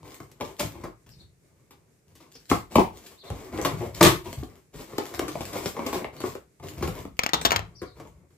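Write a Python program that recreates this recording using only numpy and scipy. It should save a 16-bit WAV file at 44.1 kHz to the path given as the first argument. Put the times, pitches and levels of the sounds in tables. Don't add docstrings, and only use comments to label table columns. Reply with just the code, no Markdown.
import sys
import numpy as np
from scipy import signal
from scipy.fft import rfft, irfft, next_fast_len
from scipy.io import wavfile
from scipy.ndimage import uniform_filter1d, minimum_filter1d, map_coordinates

SR = 44100
rng = np.random.default_rng(int(sys.argv[2]) if len(sys.argv) > 2 else 0)


def int16_out(signal):
    q = np.round(np.clip(np.atleast_2d(signal).T, -1, 1) * 32767)
    wavfile.write(sys.argv[1], SR, q.astype(np.int16))


def voltage_ratio(decibels):
    exponent = np.asarray(decibels, float) / 20
    return 10 ** exponent


N = 369116

# start in seconds, length in seconds, pressure in dB, tape crackle in dB over the pressure, flap
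# thump in dB over the pressure.
RUB_STROKES = [(0, 0.017, -61, -15, -1), (.045, 0.1, -51.5, -11, -11), (0.213, 0.041, -57, -14, -8),
               (0.298, 0.076, -63, -12, -1), (0.408, 0.093, -47.5, -13.5, -7.5),
               (0.595, 0.036, -40, -6.5, -19), (0.722, 0.14, -50.5, -18, -3),
               (1.065, 0.2, -77.5, -5.5, 19.5), (1.458, 0.42, -73.5, -19, 5.5),
               (2.073, 0.11, -71, -12, 3.5), (2.312, 0.11, -68.5, -2.5, -2), (2.504, 0.01, -45, 4, -15.5),
               (2.713, 0.097, -47.5, -9, -5.5), (2.932, 0.2, -55.5, -6.5, -7.5),
               (3.239, 0.32, -48.5, -15, -12), (3.526, 0.21, -37, -19, -4.5),
               (3.773, 0.091, -46.5, -11, 3.5), (3.94, 0.18, -46.5, -8, -1.5),
               (4.245, 0.058, -51, -4.5, -3.5), (4.377, 0.023, -50, -9, 2.5),
               (4.489, 0.07, -54.5, -15.5, -4), (4.742, 0.072, -46.5, -9, -3),
               (4.88, 0.081, -50, -11.5, -13), (4.995, 0.17, -45, -12.5, -6), (5.196, 0.15, -52, -7, -2.5),
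               (5.376, 0.128, -44.5, -10.5, 0), (5.528, 0.14, -39, -8.5, -6),
               (5.75, 0.14, -41, -18.5, -12.5), (5.856, .12, -38, -13.5, -14), (6.132, 0.19, -50, -14, -4),
               (6.209, 0.1, -46, -9.5, 0), (6.629, 0.19, -49, -13, -2.5), (6.775, 0.11, -43, -13, 2),
               (6.928, 0.084, -46, -13.5, -2), (7.058, 0.36, -77, -18, 20), (7.336, 0.29, -50, -30, 5.5),
               (7.638, .16, -70, -21.5, 9.5), (7.958, 0.13, -56.5, -17, 0.5),
               (8.149, 0.094, -65.5, -32, 4.5)]
# time in seconds, peak of the board sound in dB,
# crack in dB over that peak, thump in dB over that peak, fading time of the tearing in seconds.
BOX_BLOWS = [(0.031, -38.5, -8, -2.5, 0.002), (0.203, -30, -6, -9, 0.0055), (0.316, -50, 9.5, -22, .01),
             (.402, -33, -14, -20, 0.025), (.41, -20.5, -9.5, -16, .01), (.596, -25, 6.5, -30, 0.012),
             (0.603, -19.5, 1, -28, 0.0058), (.608, -22, -1.5, -15, 0.0019), (0.63, -25.5, -32, -5, 0.017),
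             (0.753, -33.5, -22, -9, .005), (.763, -41.5, -25, -5, 0.044), (0.839, -25, -12, -8.5, 0.017),
             (1.064, -48.5, -1, -2, 0.022), (1.709, -44, 3.5, -11, 0.016), (2.154, -50, 6.5, -28.5, .027),
             (2.204, -45.5, 2, -21, 0.045), (2.354, -45.5, 8, -13, 0.017), (2.5, -29, 13, 2.5, 0.019),
             (2.515, -3.5, -21, -14.5, 0.0065), (2.721, -35.5, -3, -27, 0.0096),
             (2.757, -4.5, -9.5, -11.5, .0092), (2.784, -2.5, -23.5, -16, 0.0056),
             (3.303, -25, -4.5, 2.5, 0.0038), (3.534, -35, -26, 0, 0.0032), (3.587, -21.5, -16, -9, 0.018),
             (3.65, -12.5, 0.5, -11, 0.014), (3.807, -23.5, -29.5, -20, 0.038),
             (4.011, 0, -4, -13.5, 0.018), (4.023, 3.5, -10, -11.5, .011), (4.029, 1, 7.5, -21, 0.01),
             (4.04, -5, -13.5, -24, 0.011), (4.058, -4, -16.5, -28, 0.0047),
             (4.259, -27.5, -13.5, -11, 0.02), (4.33, -30.5, -1.5, -31, 0.0025),
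             (4.429, -25.5, -32.5, -21, 0.006), (4.749, -45, -22, 10.5, .009),
             (4.934, -31.5, -18.5, -4.5, .0078), (4.983, -14, -3.5, -24, .0043),
             (5.14, -32, 2.5, -13, .012), (5.179, -30.5, -17, -7, 0.0089),
             (5.194, -15.5, -0.5, -24, 0.0038), (5.215, -24.5, -14, -11, 0.038),
             (5.282, -25.5, 1.5, -22, 0.013), (5.355, -21, -20, -36, 0.0022),
             (5.408, -22, -4.5, -30, 0.012), (5.533, -31, 7, -8, .009), (5.556, -23.5, -20, -11, 0.011),
             (5.659, -18, 0, -10, 0.0058), (5.767, -25, -9.5, -29, 0.0145),
             (5.793, -20.5, -15, -28, 0.0092), (5.865, -20, -1.5, -21, 0.0088), (5.93, -20, -3, -38, 0.03),
             (5.948, -26.5, -21, -22, .0052), (6.019, -26, -23, -19, 0.0083),
             (6.045, -20, -15.5, -17, 0.0033), (6.204, -27.5, -1, -18, .011),
             (6.239, -16, -35, -18, 0.0044), (6.353, -25, -6.5, -19.5, 0.0036), (6.599, -42.5, -6, 4, .009),
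             (6.641, -35, -34, 4, 0.0038), (6.81, -27.5, -13, -6, .013), (6.826, -19, -5.5, -6, 0.017),
             (6.878, -25.5, -11, -4, 0.015), (7.053, -26, -16, -9, 0.0024), (7.818, -27, -10.5, -5.5, 0.02),
             (7.832, -37, -2, -21, 0.0094), (8, -34.5, -6.5, -24, 0.015), (8.052, -40, -19, -4, .008),
             (8.306, -59, -1, -6.5, 0.014)]
# time in seconds, level in dB before a shared boost.
GLUE_SNAPS = [(0.567, -43), (1.0676, -47), (1.0914, -40), (1.9889, -65), (2.4553, -44), (3.5763, -28.5),
              (3.615, -23), (3.64, -35), (4.0312, -9), (4.0472, -22), (4.3291, -28), (4.411, -42),
              (4.4345, -37), (5.1472, -25.5), (5.2789, -43), (5.41, -39), (5.8641, -32), (5.9267, -37),
              (7.1691, -44.5), (7.414, -20.5)]
# start in seconds, length in seconds, top pitch in Hz, end pitch in Hz,
# level in dB before the echoes.
SPARROW_CHIRPS = [(1.093, 0.044, 5620, 3650, -53), (1.18, 0.031, 4470, 3480, -49),
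                  (2.33, 0.033, 5740, 4150, -47), (3.166, .06, 4500, 2930, -49),
                  (3.245, 0.046, 4234, 3080, -44), (6.159, 0.055, 4580, 3660, -48),
                  (7.739, .055, 5640, 4110, -48), (7.842, .04, 4830, 3700, -51.5),
                  (7.883, .035, 4356, 3750, -57)]
# time in seconds, peak of the rattle in dB,
# table knock in dB over that peak, time for the rattle to fall 60 dB in seconds, pitch of the ringing part in Hz.
SCISSOR_BOUNCES = [(7.1921, -4.5, -35, 0.022, 2460), (7.235, -12, -16.5, 0.036, 2240),
                   (7.2636, -8, -5, 0.026, 2600), (7.292, -22, -1.5, 0.033, 1930),
                   (7.3344, 3.5, -7.5, 0.046, 3720), (7.4171, -26.5, 6, 0.03, 2330),
                   (7.4508, 0, -26, 0.021, 3540), (7.4533, 0, -16, 0.055, 3380),
                   (7.5071, -11, -18, 0.044, 2600), (7.5191, 1, 0.5, 0.03, 2230),
                   (7.5254, -16.5, -16, 0.028, 4200), (7.5616, -8, -4, 0.038, 3220),
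                   (7.5662, -23, -5, 0.016, 2520), (7.5933, -28, 12, 0.055, 2500)]
# centre in Hz, width in Hz, relative level in dB.
BOX_RESONANCES = [(307.2, 221, 1), (393.5, 188, 4.5), (562, 279, -3.5), (742, 151, -4), (803, 103.5, -6.5),
                  (1108, 247, -10), (2200, 320, -18.5)]
# centre in Hz, width in Hz, relative level in dB.
TABLE_RESONANCES = [(106.8, 150, -1), (450, 190, 1.5), (722, 390, 25)]
# frequency in Hz, relative level in dB per Hz.
TAPE_TONE = [(700, -46.5), (1500, -2.5), (3000, -1), (6000, -3), (8000, 0.5), (9300, -12), (11000, -4.5),
             (13000, -6.5), (15000, -6.5), (16000, -47.5)]
# frequency in Hz, relative level in dB per Hz.
THUMP_TONE = [(25, -43.5), (45, -5.5), (65, -1.5), (110, -3), (160, -5), (230, -17), (400, -87.5)]
# frequency in Hz, relative level in dB per Hz.
CRACK_TONE = [(700, -36.5), (1500, -6.5), (2500, -1), (4000, -1.5), (6500, -2.5), (8200, -5), (9300, -8),
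              (12000, -5), (15000, -9), (16000, -35)]
# frequency in Hz, relative level in dB per Hz.
SCISSORS_TONE = [(500, -4.5), (1200, -1), (2500, -11), (5000, -8.5), (7500, -12.5), (9300, -27.5),
                 (12000, -24.5), (15000, -13.5), (16000, -44)]
# frequency in Hz, relative level in dB per Hz.
AIR_TONE = [(15, -37.5), (25, -4), (156, 3), (222, -8), (401, -5.5), (901, -22), (2310, -20.5), (3110, -29),
            (7370, -22), (14500, -31), (15700, -49)]
# frequency in Hz, time to fall 60 dB in seconds.
SHED_DECAY = [(60, 0.45), (200, 0.16), (1100, 0.26), (3000, 0.25), (8000, 0.23), (15000, 0.29)]
# frequency in Hz, likeness of left and right (1 is identical).
LEFT_RIGHT_LIKENESS = [(60, 0.83), (300, 0.79), (640, 0.16), (1400, 0.033), (6000, 0.052)]

AIR_DB = -63.5
PRESS_DB_PER_S, LIFT_DB_PER_S = 1500, 351.5
SWELL_S = 0.0015
CONTACT_HZ, CONTACT_FOLLOWS = 6100, 0.57
SNAP_T60_S, SNAPS_PER_S, SNAP_OVER_DB = 0.0088, 45, 22
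CHIRP_START, CHIRP_TOP_AT = 0.8, 0.4
WARBLE_HZ, WARBLE_DEPTH = 140, 0.06
ROOM_DULL_HZ = 7000
TABLE_DULL_HZ = 5250


def unit(x):
    return x / np.sqrt(np.mean(x ** 2) + 1e-20)


def peak(x):
    return x / (np.abs(x).max() + 1e-20)


def along(points, hz):
    f, v = np.transpose(points)
    return np.interp(np.log(hz + 1), np.log(f + 1), v)


def filtered(x, response):
    m = next_fast_len(x.shape[-1] + 4096)
    return irfft(rfft(x, m) * response(np.fft.rfftfreq(m, 1 / SR)), m)[..., :x.shape[-1]]


def colour(tone):
    return lambda hz: voltage_ratio(along(tone, hz))


def causal(tone):
    def response(hz):
        cepstrum = irfft(np.log(voltage_ratio(along(tone, hz))))
        cepstrum[1:len(hz)] *= 2
        cepstrum[len(hz):] = 0
        return np.exp(rfft(cepstrum))[:len(hz)]
    return response


def modes(table, extra_db):
    def response(f):
        total = 0
        for k, ((centre, width, db), more) in enumerate(zip(table, extra_db)):
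            resonance = 1j * f * width / (centre * centre - f * f + 1j * f * width)
            total = total + (-1) ** k * voltage_ratio(db + more) * resonance
        return total
    return response


def wobble(rate):
    points = rng.standard_normal(int(N * rate / SR) + 4)
    return map_coordinates(points, [np.arange(N) * rate / SR])


def grit(count, per_s, spread_db):
    chance, size = rng.random(count), rng.exponential(1, count)
    return 1 + (chance < per_s / SR) * voltage_ratio(12 + spread_db * np.minimum(size, 2.5))


def placed(x, left_db, lag):
    side = np.array([[0.5], [-0.5]])
    return filtered(x * voltage_ratio(left_db * side), lambda hz: np.exp(-2j * np.pi * hz * lag * side / SR))


def diffuse(pair):
    def mid_side(hz):
        turn = np.arccos(np.clip(along(LEFT_RIGHT_LIKENESS, hz), -1, 1)) / 2
        return np.array([np.cos(turn), np.sin(turn)])
    mid, side = filtered(pair, mid_side)
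    return np.array([mid + side, mid - side])


def air():
    noise = filtered(rng.standard_normal((2, N)), colour(AIR_TONE))
    return voltage_ratio(AIR_DB + 1.7 * wobble(15)) * unit(diffuse(noise))


def handling():
    t, power = np.arange(0, N + 64, 64) / SR, 1e-14
    for start, length, db, tape_db, thump_db in RUB_STROKES:
        before, after = np.maximum(start - t, 0), np.maximum(t - start - length, 0)
        loss_db = PRESS_DB_PER_S * before + LIFT_DB_PER_S * after
        power = power + voltage_ratio(db - loss_db + np.array([[0], [tape_db], [thump_db]])) ** 2
    on_board, on_tape, on_flaps = [np.interp(np.arange(N) / SR, t, np.sqrt(p)) for p in power]

    press = voltage_ratio(2.5 * wobble(35))
    slips = press * grit(N, per_s=280, spread_db=-0.5) * rng.standard_normal((2, N))
    board = unit(filtered(slips[0], modes(BOX_RESONANCES, np.zeros(len(BOX_RESONANCES)))))
    tape = filtered(slips[1], causal(TAPE_TONE))
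    tape = tape / filtered(tape, lambda hz: hz > 6500).std()
    thump = unit(filtered(rng.standard_normal(N), colour(THUMP_TONE)))
    flaps = on_flaps * voltage_ratio(4.4 * wobble(6.9)) * thump
    return on_board * board + on_tape * tape + snaps(on_tape) + flaps


def snaps(on_tape):
    random_db = SNAP_OVER_DB + rng.normal(0, 5.4, N)
    kicks = (rng.random(N) < SNAPS_PER_S / SR) * on_tape * voltage_ratio(random_db)
    for s, db in GLUE_SNAPS:
        kicks[round(s * SR)] = voltage_ratio(db + 2.5)
    t = np.arange(1024) / SR
    fading = signal.fftconvolve(kicks, voltage_ratio(-60 * t / SNAP_T60_S))[:N]
    burst = fading * rng.standard_normal(N)
    strongest = voltage_ratio(np.max(np.transpose(TAPE_TONE)[1]))
    return filtered(burst, lambda hz: causal(TAPE_TONE)(hz) / strongest)


def blows():
    lead = 1024
    out, t = np.zeros((2, N + SR)), (np.arange(6144) - lead) / SR
    for s, db, crack_db, thump_db, lasts in BOX_BLOWS:
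        fade = np.exp(-np.abs(t) / np.where(t < 0, SWELL_S, lasts))
        slips = fade * grit(len(t), per_s=420, spread_db=-2.5) * rng.standard_normal((3, len(t)))
        slips[:, lead] += voltage_ratio([22, 17, 22]) * np.sign(slips[:, lead])
        body = modes(BOX_RESONANCES, rng.normal(0, 2, len(BOX_RESONANCES)))
        soft_hz = CONTACT_HZ * voltage_ratio(CONTACT_FOLLOWS * crack_db)
        board = peak(filtered(slips[0], lambda f: body(f) / (1 + 1j * f / soft_hz)))
        crack = peak(filtered(slips[1], causal(CRACK_TONE)))
        thump = peak(filtered(slips[2], causal(THUMP_TONE)))
        blow = voltage_ratio(db) * (board + voltage_ratio(crack_db) * crack + voltage_ratio(thump_db) * thump)
        lag = rng.normal(-2.5, 1.8)
        out[:, round(s * SR):][:, :len(t)] += placed(blow, left_db=2.5, lag=lag)
    return out[:, lead:N + lead]


def shed(x):
    out, hop = np.zeros((2, N + SR)), 4096
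    for start in range(0, N, hop):
        hz, t, bins = signal.stft(rng.standard_normal((2, SR // 2)), SR, nperseg=256)
        fading = voltage_ratio(-60 * t / along(SHED_DECAY, hz)[:, None])
        tail = signal.istft(bins * fading, SR, nperseg=256)[1]
        tail *= np.clip((np.arange(tail.shape[1]) / SR - 0.002) / 0.0042, 0, 1)
        tail = tail / np.linalg.norm(tail[0])
        wet = signal.fftconvolve(x[None, start:start + hop], tail, axes=1)
        out[:, start:start + wet.shape[1]] += wet
    return diffuse(out[:, :N])


def sparrows():
    out = np.zeros(N + SR)
    for s, length, top_hz, end_hz, db in SPARROW_CHIRPS:
        t = np.arange(round(length * SR)) / SR
        arch = np.interp(t / length, [0, CHIRP_TOP_AT, 1], [CHIRP_START * top_hz, top_hz, end_hz])
        hz = arch * (1 + WARBLE_DEPTH * np.sin(2 * np.pi * WARBLE_HZ * t))
        loudness = voltage_ratio(db) * np.sin(np.pi * t / length) ** 0.5
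        out[round(s * SR):][:len(t)] += loudness * np.sin(2 * np.pi * np.cumsum(hz) / SR)
    return out[:N]


def scissors():
    out, knocks, t = np.zeros(N + SR), np.zeros(N), np.arange(4096) / SR
    click = 1.0 * (t == 0)
    table = peak(filtered(click, modes(TABLE_RESONANCES, np.zeros(len(TABLE_RESONANCES)))))
    for s, db, knock_db, t60, hz in SCISSOR_BOUNCES:
        rattle = voltage_ratio(-60 * t / t60) * rng.standard_normal(len(t))
        rattle[0] += voltage_ratio(12.5)
        part = modes([(hz, 500, 6)], [0])
        bounce = peak(filtered(rattle, lambda f: causal(SCISSORS_TONE)(f) * (1 + part(f))))
        out[round(s * SR):][:len(t)] += voltage_ratio(db) * bounce
        knocks[round(s * SR)] = voltage_ratio(db + knock_db)
    return out[:N] + signal.fftconvolve(knocks, table)[:N]


def scene():
    rub, hits, drop = handling(), blows(), scissors()
    dropped = placed(drop, left_db=5, lag=-19)
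    near = placed(rub, left_db=2.5, lag=-2.43) + hits + dropped
    dull_hits = filtered(voltage_ratio(-1.5) * hits[0], lambda hz: 1 / (1 + 1j * hz / ROOM_DULL_HZ))
    dull_drop = filtered(voltage_ratio(-9.5) * drop, lambda hz: 1 / (1 + 1j * hz / TABLE_DULL_HZ) ** 2)
    wet = shed(voltage_ratio(1) * rub + dull_hits + dull_drop + sparrows())
    wet = wet * voltage_ratio([[1.1], [-1.1]])
    return near + wet + air()


def limiter(x, top, hold_s):
    size = round(hold_s * SR)
    need = np.minimum(1, top / (np.abs(x).max(0) + 1e-9))
    lowest = minimum_filter1d(need, size=size)
    return x * uniform_filter1d(lowest, size=size // 2)


def low_pass(x):
    return signal.sosfilt(signal.butter(12, 15830, fs=SR, output="sos"), x)


def record(dry):
    cut = filtered(dry, lambda hz: (1j * hz / (50 + 1j * hz)) ** 2)
    held = limiter(cut, top=0.97, hold_s=0.012)
    return low_pass(held)


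dry = scene()
out = record(dry)
int16_out(out)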